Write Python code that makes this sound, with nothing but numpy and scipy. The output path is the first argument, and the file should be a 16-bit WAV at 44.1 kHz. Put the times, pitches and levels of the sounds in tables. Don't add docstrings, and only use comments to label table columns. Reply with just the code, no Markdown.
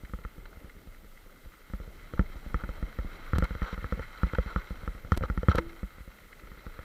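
import sys
import numpy as np
from scipy import signal
from scipy.io import wavfile
from scipy.ndimage import uniform_filter1d

SR = 44100
rng = np.random.default_rng(int(sys.argv[2]) if len(sys.argv) > 2 else 0)


def level_to_linear(level):
    exponent = np.asarray(level, float) / 20
    return 10 ** exponent


def waveform_to_disk(signal):
    frames = np.transpose(np.atleast_2d(signal))
    scaled = np.clip(frames, -1, 1) * 32767
    samples = np.round(scaled).astype(np.int16)
    wavfile.write(sys.argv[1], SR, samples)


N = 301633

# centre_hz, width_hz, level_db
LOWER_PEAKS = [(487, 93, -3), (918, 120, -4.5), (1026, 100, -1.5), (1273, 244, 4.5), (1461, 255, 3)]
# centre_hz, width_hz, level_db
UPPER_PEAKS = [(1706, 300, -7.5), (1990, 115, 1), (2140, 97, 1), (2660, 310, -13)]
# centre_hz, width_hz, level_db
BRIGHT_PEAKS = [(3128, 174, 6), (4000, 242, 5.5), (4530, 500, -4.5), (5710, 360, -5.5), (7320, 510, -12),
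                (11370, 160, -12.5)]


def rms_one(x):
    return x / np.sqrt(np.mean(x ** 2) + 1e-20)


def drift(rate_hz):
    pole = np.exp(-80 * np.pi * rate_hz / SR)
    white = rng.standard_normal(N // 40 + 2002)
    slow = signal.lfilter([1], [1, -2 * pole, pole * pole], white)[2000:]
    return np.interp(np.arange(N) / 40, np.arange(len(slow)), rms_one(slow))


def add(track, start_s, sound):
    i = round(start_s * SR)
    track[i:i + len(sound)] += sound[:N - i]


def low_pass(x, order, cutoff_hz):
    return signal.sosfilt(signal.butter(order, cutoff_hz, fs=SR, output="sos"), x)


def resonate(x, peaks):
    out = 0
    for k, (centre_hz, width_hz, level_db) in enumerate(peaks):
        r = np.exp(-np.pi * width_hz / SR)
        b = [(1 - r * r) / 2, 0, (r * r - 1) / 2]
        a = [1, -2 * r * np.cos(2 * np.pi * centre_hz / SR), r * r]
        out = out + (-1) ** k * level_to_linear(level_db) * signal.lfilter(b, a, x)
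    return out


def decay(t_s, t60_s):
    return level_to_linear(-60 * t_s / t60_s)


def coloured(spectrum, low_hz, count, patchy_db):
    edges_hz = low_hz * 2 ** (np.arange(count + 1) / 2)
    points_hz, points_db = np.transpose(spectrum)
    white = rng.standard_normal((2, N + SR))
    together = drift(4.8)
    out = 0
    for k, (low, high) in enumerate(zip(edges_hz, edges_hz[1:])):
        sos = signal.butter(2, [low, high], "band", fs=SR, output="sos")
        band = signal.sosfilt(sos, white[k % 2])[SR:]
        level_db = np.interp(np.log(low * high) / 2, np.log(points_hz), points_db)
        flicker_db = patchy_db * (together + 1.42 * drift(18.2))
        out = out + band * level_to_linear(level_db + flicker_db)
    return rms_one(out)


def grit(per_s, spread_db, clump_db):
    size_db = spread_db * np.minimum(rng.exponential(1, N), 5)
    sizes = level_to_linear(size_db) * rng.choice([-1, 1], N)
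    born = rng.random(N) < per_s / SR
    return rms_one(sizes * born * level_to_linear(clump_db * drift(22.0)) + 1e-18)


def housing_knocks():
    # start_s, swing_db, contact_db
    knocks = [(0.132, -31.5, -40.5), (0.246, -33.5, -40), (1.732, -31, -40), (1.797, -36.5, -52),
              (2.19, -19.5, -27.5), (2.54, -25, -30.5), (2.633, -32.5, -42), (2.687, -31.5, -42),
              (2.823, -28, -40), (2.984, -27, -37), (3.043, -34.5, -59), (3.42, -22, -31),
              (3.504, -30.5, -41.5), (3.615, -26, -32.5), (3.725, -33, -43), (3.774, -33.5, -42.5),
              (3.92, -26.5, -31.5), (4.229, -20.5, -31.5), (4.381, -22, -30), (4.457, -32.5, -41),
              (4.557, -25, -31), (4.703, -32, -50), (4.873, -29.5, -35.5), (5.205, -29.5, -42.5),
              (5.296, -25, -32), (5.372, -26, -30.5), (5.827, -30.5, -46)]
    # start_s, swing_db, contact_db
    nudges = [(0.031, -38, -62), (0.092, -47, -55), (0.184, -47, -51), (0.377, -43.5, -50),
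              (0.568, -47.5, -53), (0.641, -41.5, -54), (0.762, -47.5, -59), (0.869, -42.5, -57),
              (1.041, -48, -58), (1.258, -53, -58), (1.696, -46, -49), (1.873, -40.5, -58),
              (2.296, -48.5, -51), (2.353, -39.5, -69), (2.459, -37, -52), (2.778, -43, -54),
              (4.946, -40.5, -52), (5.979, -48, -53), (6.073, -43.5, -54), (6.432, -48, -54),
              (6.513, -46.5, -46.5), (6.571, -48, -55), (6.662, -38.5, -41.5)]
    # start_s, swing_db, contact_db
    slams = [
        (3.3295, -21.5, -31.5),
        (4.829, -40, -42.5),
        (5.044, -38.5, -50),
        (5.116, -19, -22),
        (5.481, -14.5, -23),
    ]
    # start_s, swing_db, contact_db
    backstops = [
        (2.134, -36.5, -40),
        (3.549, -33.5, -42.5),
        (3.841, -31, -41),
        (3.992, -33.5, -37),
        (4.332, -32.5, -35),
        (5.234, -30, -36),
        (5.429, -34, -35),
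        (5.582, -29.5, -26),
        (6.788, -39, -46.5),
    ]
    # start_s, swing_db, contact_db
    rebounds = [(1.455, -41.5, -50), (2.199, -32, -35), (2.587, -54, -48), (3.356, -23, -33.5),
                (3.38, -23, -25.5), (3.433, -40, -21), (3.823, -35, -41), (3.972, -40, -34),
                (4.264, -38, -29), (5.17, -44, -29), (5.218, -26, -30), (5.545, -24, -20),
                (5.66, -40.5, -40), (6.002, -39, -45), (6.214, -54, -51), (6.471, -50, -54)]
    knock_kind = -1.056, 0.0014, 56.3, (0.04, -4.5), (0.45, 2.5), (1, 0)
    nudge_kind = -1.09, .0008, 61, (0.28, -2.3), (0.46, 1.4), (1, 0)
    slam_kind = -0.99, 0.00075, 78.4, (.1, -6.5), (0.5, 1.7), (0.82, 0)
    backstop_kind = 0.99, 0.0004, 76.5, (0.93, -6), (1, 11.1), (0.42, 0)
    rebound_kind = -0.85, 0.0015, 65.3, (0.55, -5), (0.66, 0), (.4, -13)
    # mode_hz, level_db, t60_s
    mount = [(182.9, 0, 0.072), (253.7, -5.5, 0.033)]
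    # mode_hz, level_db, t60_s
    body = [(330.5, -9, 0.057), (495.6, 2, 0.032), (626, -50, 0.0042), (886, -16, 0.054)]
    # mode_hz, level_db, t60_s
    shell = [(1218, -14, 0.014), (1330, 0, 0.018), (1780, -8, 0.018), (1930, -60, 0.01), (3120, -16, 0.018),
             (5600, 1, 0.0023)]
    lag_s = 0.0042
    stiffen_hz_per_db = 0.78
    stiff_damping_power = 0.42

    out, t = np.zeros(N), np.arange(round(.14 * SR)) / SR
    modes = mount + body + shell
    for blows, (way, contact_s, kind_hz, *laws) in ((knocks, knock_kind), (nudges, nudge_kind),
                                                    (slams, slam_kind), (backstops, backstop_kind),
                                                    (rebounds, rebound_kind)):
        spreads_db = rng.normal(0, 2.8, (len(blows), len(modes)))
        detunes = 1 + rng.normal(0, .025, spreads_db.shape)
        contact = 1 - np.exp(-t / contact_s)
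        swing_t60_s = 0.062 * (56 / kind_hz) ** stiff_damping_power
        for (start_s, swing_db, hit_db), spread_db, detune in zip(blows, spreads_db, detunes):
            mount_db, body_db, shell_db = [swing_db + share * (hit_db - swing_db) + db for share, db in laws]
            swing_hz = np.clip(kind_hz + stiffen_hz_per_db * (swing_db + 32.5), 40, 120)
            turns = swing_hz * t * (0.65 + 0.42 * np.exp(-t / 0.034))
            swing = np.cos(2 * np.pi * turns - .25) * (1 + t / 0.0057) * decay(t, swing_t60_s)
            sound = level_to_linear(swing_db + 3.5) * swing * contact
            levels_db = [mount_db + 2.5] * len(mount) + [body_db - 5.5] * len(body)
            levels_db = levels_db + [shell_db + 5.0] * len(shell) + spread_db
            for (mode_hz, mode_db, t60_s), level_db, bend in zip(modes, levels_db, detune):
                ring = np.sin(2 * np.pi * mode_hz * bend * t) * decay(t, t60_s)
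                sound += level_to_linear(level_db + mode_db) * ring
            add(out, start_s + lag_s - 0.00136 * (way > 0), way * sound)
    return low_pass(out + 1e-18, 3, 2600)


def rattles():
    # start_s, level_db, upper_share_db
    single_taps = [(0.0487, -49.5, 15.5), (0.237, -49.5, 8.5), (0.455, -40, -1), (0.5292, -43, -9),
                   (0.695, -50, 9), (0.945, -55.5, 14.5), (1.1712, -58, 19), (1.538, -51, -2),
                   (2.1756, -35, -25), (2.259, -54, 9), (3.116, -46, 0), (3.5823, -50, -8),
                   (3.811, -51, 14), (4.349, -27.5, -0.5), (5.227, -42.5, 12.5), (5.514, -23, -11),
                   (5.529, -27.5, -35), (5.5833, -16.5, -3.5), (5.694, -53, 14), (6.114, -52, 9),
                   (6.185, -50, 9), (6.327, -53, 14.5), (6.372, -57, 10), (6.394, -48.5, 6.5),
                   (6.471, -43.5, -4), (6.7395, -45, -2)]
    # start_s, level_db, length_s, upper_share_db, bright_share_db
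    buzzes = [(2.595, -40, .03, -13, -23), (2.64, -35, .0058, -16, -26), (3.348, -32, .023, -14, -20),
              (3.398, -40, 0.0094, -6, -23), (3.435, -30, 0.019, -3, -21), (3.626, -33.5, .026, -4, -17),
              (3.657, -32.5, 0.037, -11, -19), (3.7, -37.5, 0.046, -3, -14), (4.018, -38.5, 0.02, 6, -16),
              (4.268, -48, .01, -6, -9), (4.47, -37.5, 0.058, -16, -20), (4.568, -37.5, 0.024, -16, -17),
              (4.613, -37.5, 0.0084, 0, -25), (4.817, -54, .006, -16, -24),
              (5.118, -34.5, 0.035, -6, -15.5), (5.233, -34.5, 0.026, -15, -20),
              (5.282, -39.5, .01, 0, -24), (5.413, -45, .008, -12, -30), (5.491, -31.5, 0.036, -1.5, -13),
              (5.542, -30, 0.034, -10, -16), (5.578, -23.5, 0.008, -6, -23), (5.593, -34, 0.0062, -7, -15)]
    tap_s, tap_bright_db, tap_bright_follows = 0.0055, -18, 0.65

    touches, t = np.zeros((3, N)), np.arange(round(.09 * SR)) / SR
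    chatter = grit(per_s=4000.0, spread_db=2.5, clump_db=1.5)
    events = [(start_s, level_db, tap_s, upper_db, tap_bright_db + tap_bright_follows * upper_db)
              for start_s, level_db, upper_db in single_taps]
    for start_s, level_db, length_s, upper_db, bright_db in events + buzzes:
        i = round(start_s * SR)
        run = chatter[i:i + len(t)] * decay(np.maximum(t - length_s, 0), 0.0071)
        run[0] = 0.085 / (length_s + 0.0021)
        for part, share_db in zip(touches, (0, upper_db, bright_db)):
            add(part, start_s, level_to_linear(level_db + 5.5 + share_db) * run)
    lower, upper, bright = [resonate(part + 1e-18, peaks)
                            for part, peaks in zip(touches, (LOWER_PEAKS, UPPER_PEAKS, BRIGHT_PEAKS))]
    return low_pass(lower + upper, 2, 2800) + signal.lfilter([.6], [1, -.4], bright)


def seal_cracks():
    # start_s, step_db, sharpness_hz
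    slips = [(2.2112, -25, 500), (3.3843, -22, 12000), (3.4426, -30.5, 12000), (4.349, -40, 8000),
             (5.13, -37, 14000), (5.1664, -32, 4000), (5.1717, -35, 4000), (5.1749, -21.5, 14000),
             (5.4942, -35, 14000), (5.5562, -24.5, 12200), (5.5822, -25, 6000), (5.595, -42, 12000)]
    # delay_s, level_db
    afterslips = [(0, 1.5), (.003, -3.5), (.0045, -42), (.0055, -21)]
    port_peaks = [(4000, 1100, -26.0), (8000, 650, -13.5), (11500, 380, -11)]    # centre_hz, width_hz, level_db

    out, t = np.zeros(N), np.arange(round(.03 * SR)) / SR
    for start_s, step_db, edge_hz in slips:
        step = (1 - np.exp(-2 * np.pi * edge_hz * t)) * np.exp(-t / 0.0043)
        for delay_s, later_db in afterslips:
            add(out, start_s + delay_s, -level_to_linear(step_db + later_db) * step)
    return out + level_to_linear(22.5) * resonate(out + 1e-18, port_peaks)


def cable_twang():
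    # start_s, level_db, pitch_hz, t60_s
    plucks = [
        (5.6, -38, 334, 0.57),
    ]
    out, t = np.zeros(N), np.arange(SR // 2) / SR
    for start_s, level_db, pitch_hz, t60_s in plucks:
        add(out, start_s, level_to_linear(level_db) * np.sin(2 * np.pi * pitch_hz * t) * decay(t, t60_s))
    return out


def ground():
    # start_s, load_db, roughness_db
    track = [(0.0, -63, -60), (.82, -63.5, -63), (1.22, -65, -64), (1.73, -60, -63), (2.59, -55, -49.5),
             (2.95, -54.5, -54), (3.26, -49.5, -60.5), (3.52, -50.5, -50), (3.77, -51.5, -59),
             (4.1, -50.5, -52.5), (4.48, -49, -58), (4.8, -54.5, -51.5), (5.2, -59.5, -52),
             (5.52, -54, -47), (5.81, -57.5, -60.5), (6.1, -61, -62), (6.3, -61.5, -66.5),
             (6.84, -55, -55.5)]
    start_s, *controls_db = np.transpose(track)
    return [np.interp(np.arange(N) / SR, start_s, c - c.mean()) for c in controls_db]


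def gravel_crunch(load_db):
    common = grit(per_s=1500.0, spread_db=4.0, clump_db=0.0)
    out = 0
    # mean_db, share of the load swing
    for mean_db, share, peaks in ((-58.5, 0.93, LOWER_PEAKS), (-60, 0.78, UPPER_PEAKS),
                                  (-67.5, 0.85, BRIGHT_PEAKS)):
        stones = common + level_to_linear(1.5) * grit(per_s=4000.0, spread_db=1.0, clump_db=2.0)
        out = out + level_to_linear(mean_db + share * load_db) * rms_one(resonate(stones, peaks))
    return out


def mount_shake(rough_db):
    # freq_hz, density_db (per Hz)
    shake_spectrum = [(12, -30), (20, 13.5), (47, -3.5), (102, -11.5), (183, -12), (325, -15), (524, -17),
                      (900, -27.5), (1170, -54), (1980, -120)]
    return level_to_linear(-47.5 + 0.46 * rough_db) * coloured(shake_spectrum, 20.03, count=11, patchy_db=2.0)


def electronics():
    # freq_hz, density_db
    hiss_spectrum = [(1470, -30), (2500, -3.5), (4020, -7), (6450, -10.5), (11300, -8.5), (12200, -13.5),
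                     (14000, -1), (16000, -9.5)]
    hiss_db, whine_db = -68, -69
    whine_hz, pulse_hz, pulse_start_s, duty = 13750, 52.5, .006, .68

    t = np.arange(N) / SR
    on = ((t - pulse_start_s) * pulse_hz % 1 < duty) * 1.
    whine = uniform_filter1d(on, size=40) * np.sin(2 * np.pi * whine_hz * t) * level_to_linear(1.0 * drift(7.6))
    hiss = coloured(hiss_spectrum, 2455, count=6, patchy_db=0.57)
    hiss += resonate(hiss, [(11260, 250, -5), (6940, 210, -17.0)])
    hiss = signal.sosfilt(signal.cheby2(10, 40, 16300, fs=SR, output="sos"), hiss)
    return level_to_linear(whine_db) * whine + level_to_linear(hiss_db + 2) * hiss


def scene():
    load_db, rough_db = ground()
    blows = housing_knocks() + rattles() + seal_cracks() + cable_twang()
    rolling = gravel_crunch(load_db) + mount_shake(rough_db)
    return (blows + rolling + electronics())[None]


def top_cut(x):
    return signal.sosfilt(signal.butter(12, 16590, fs=SR, output="sos"), x)


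def record(dry):
    cut = signal.sosfilt(signal.butter(2, 15, "high", fs=SR, output="sos"), dry)
    cut = signal.sosfilt(signal.cheby2(8, 50, 16800, fs=SR, output="sos"), cut)
    return top_cut(cut)


dry = scene()
out = record(dry)
waveform_to_disk(out)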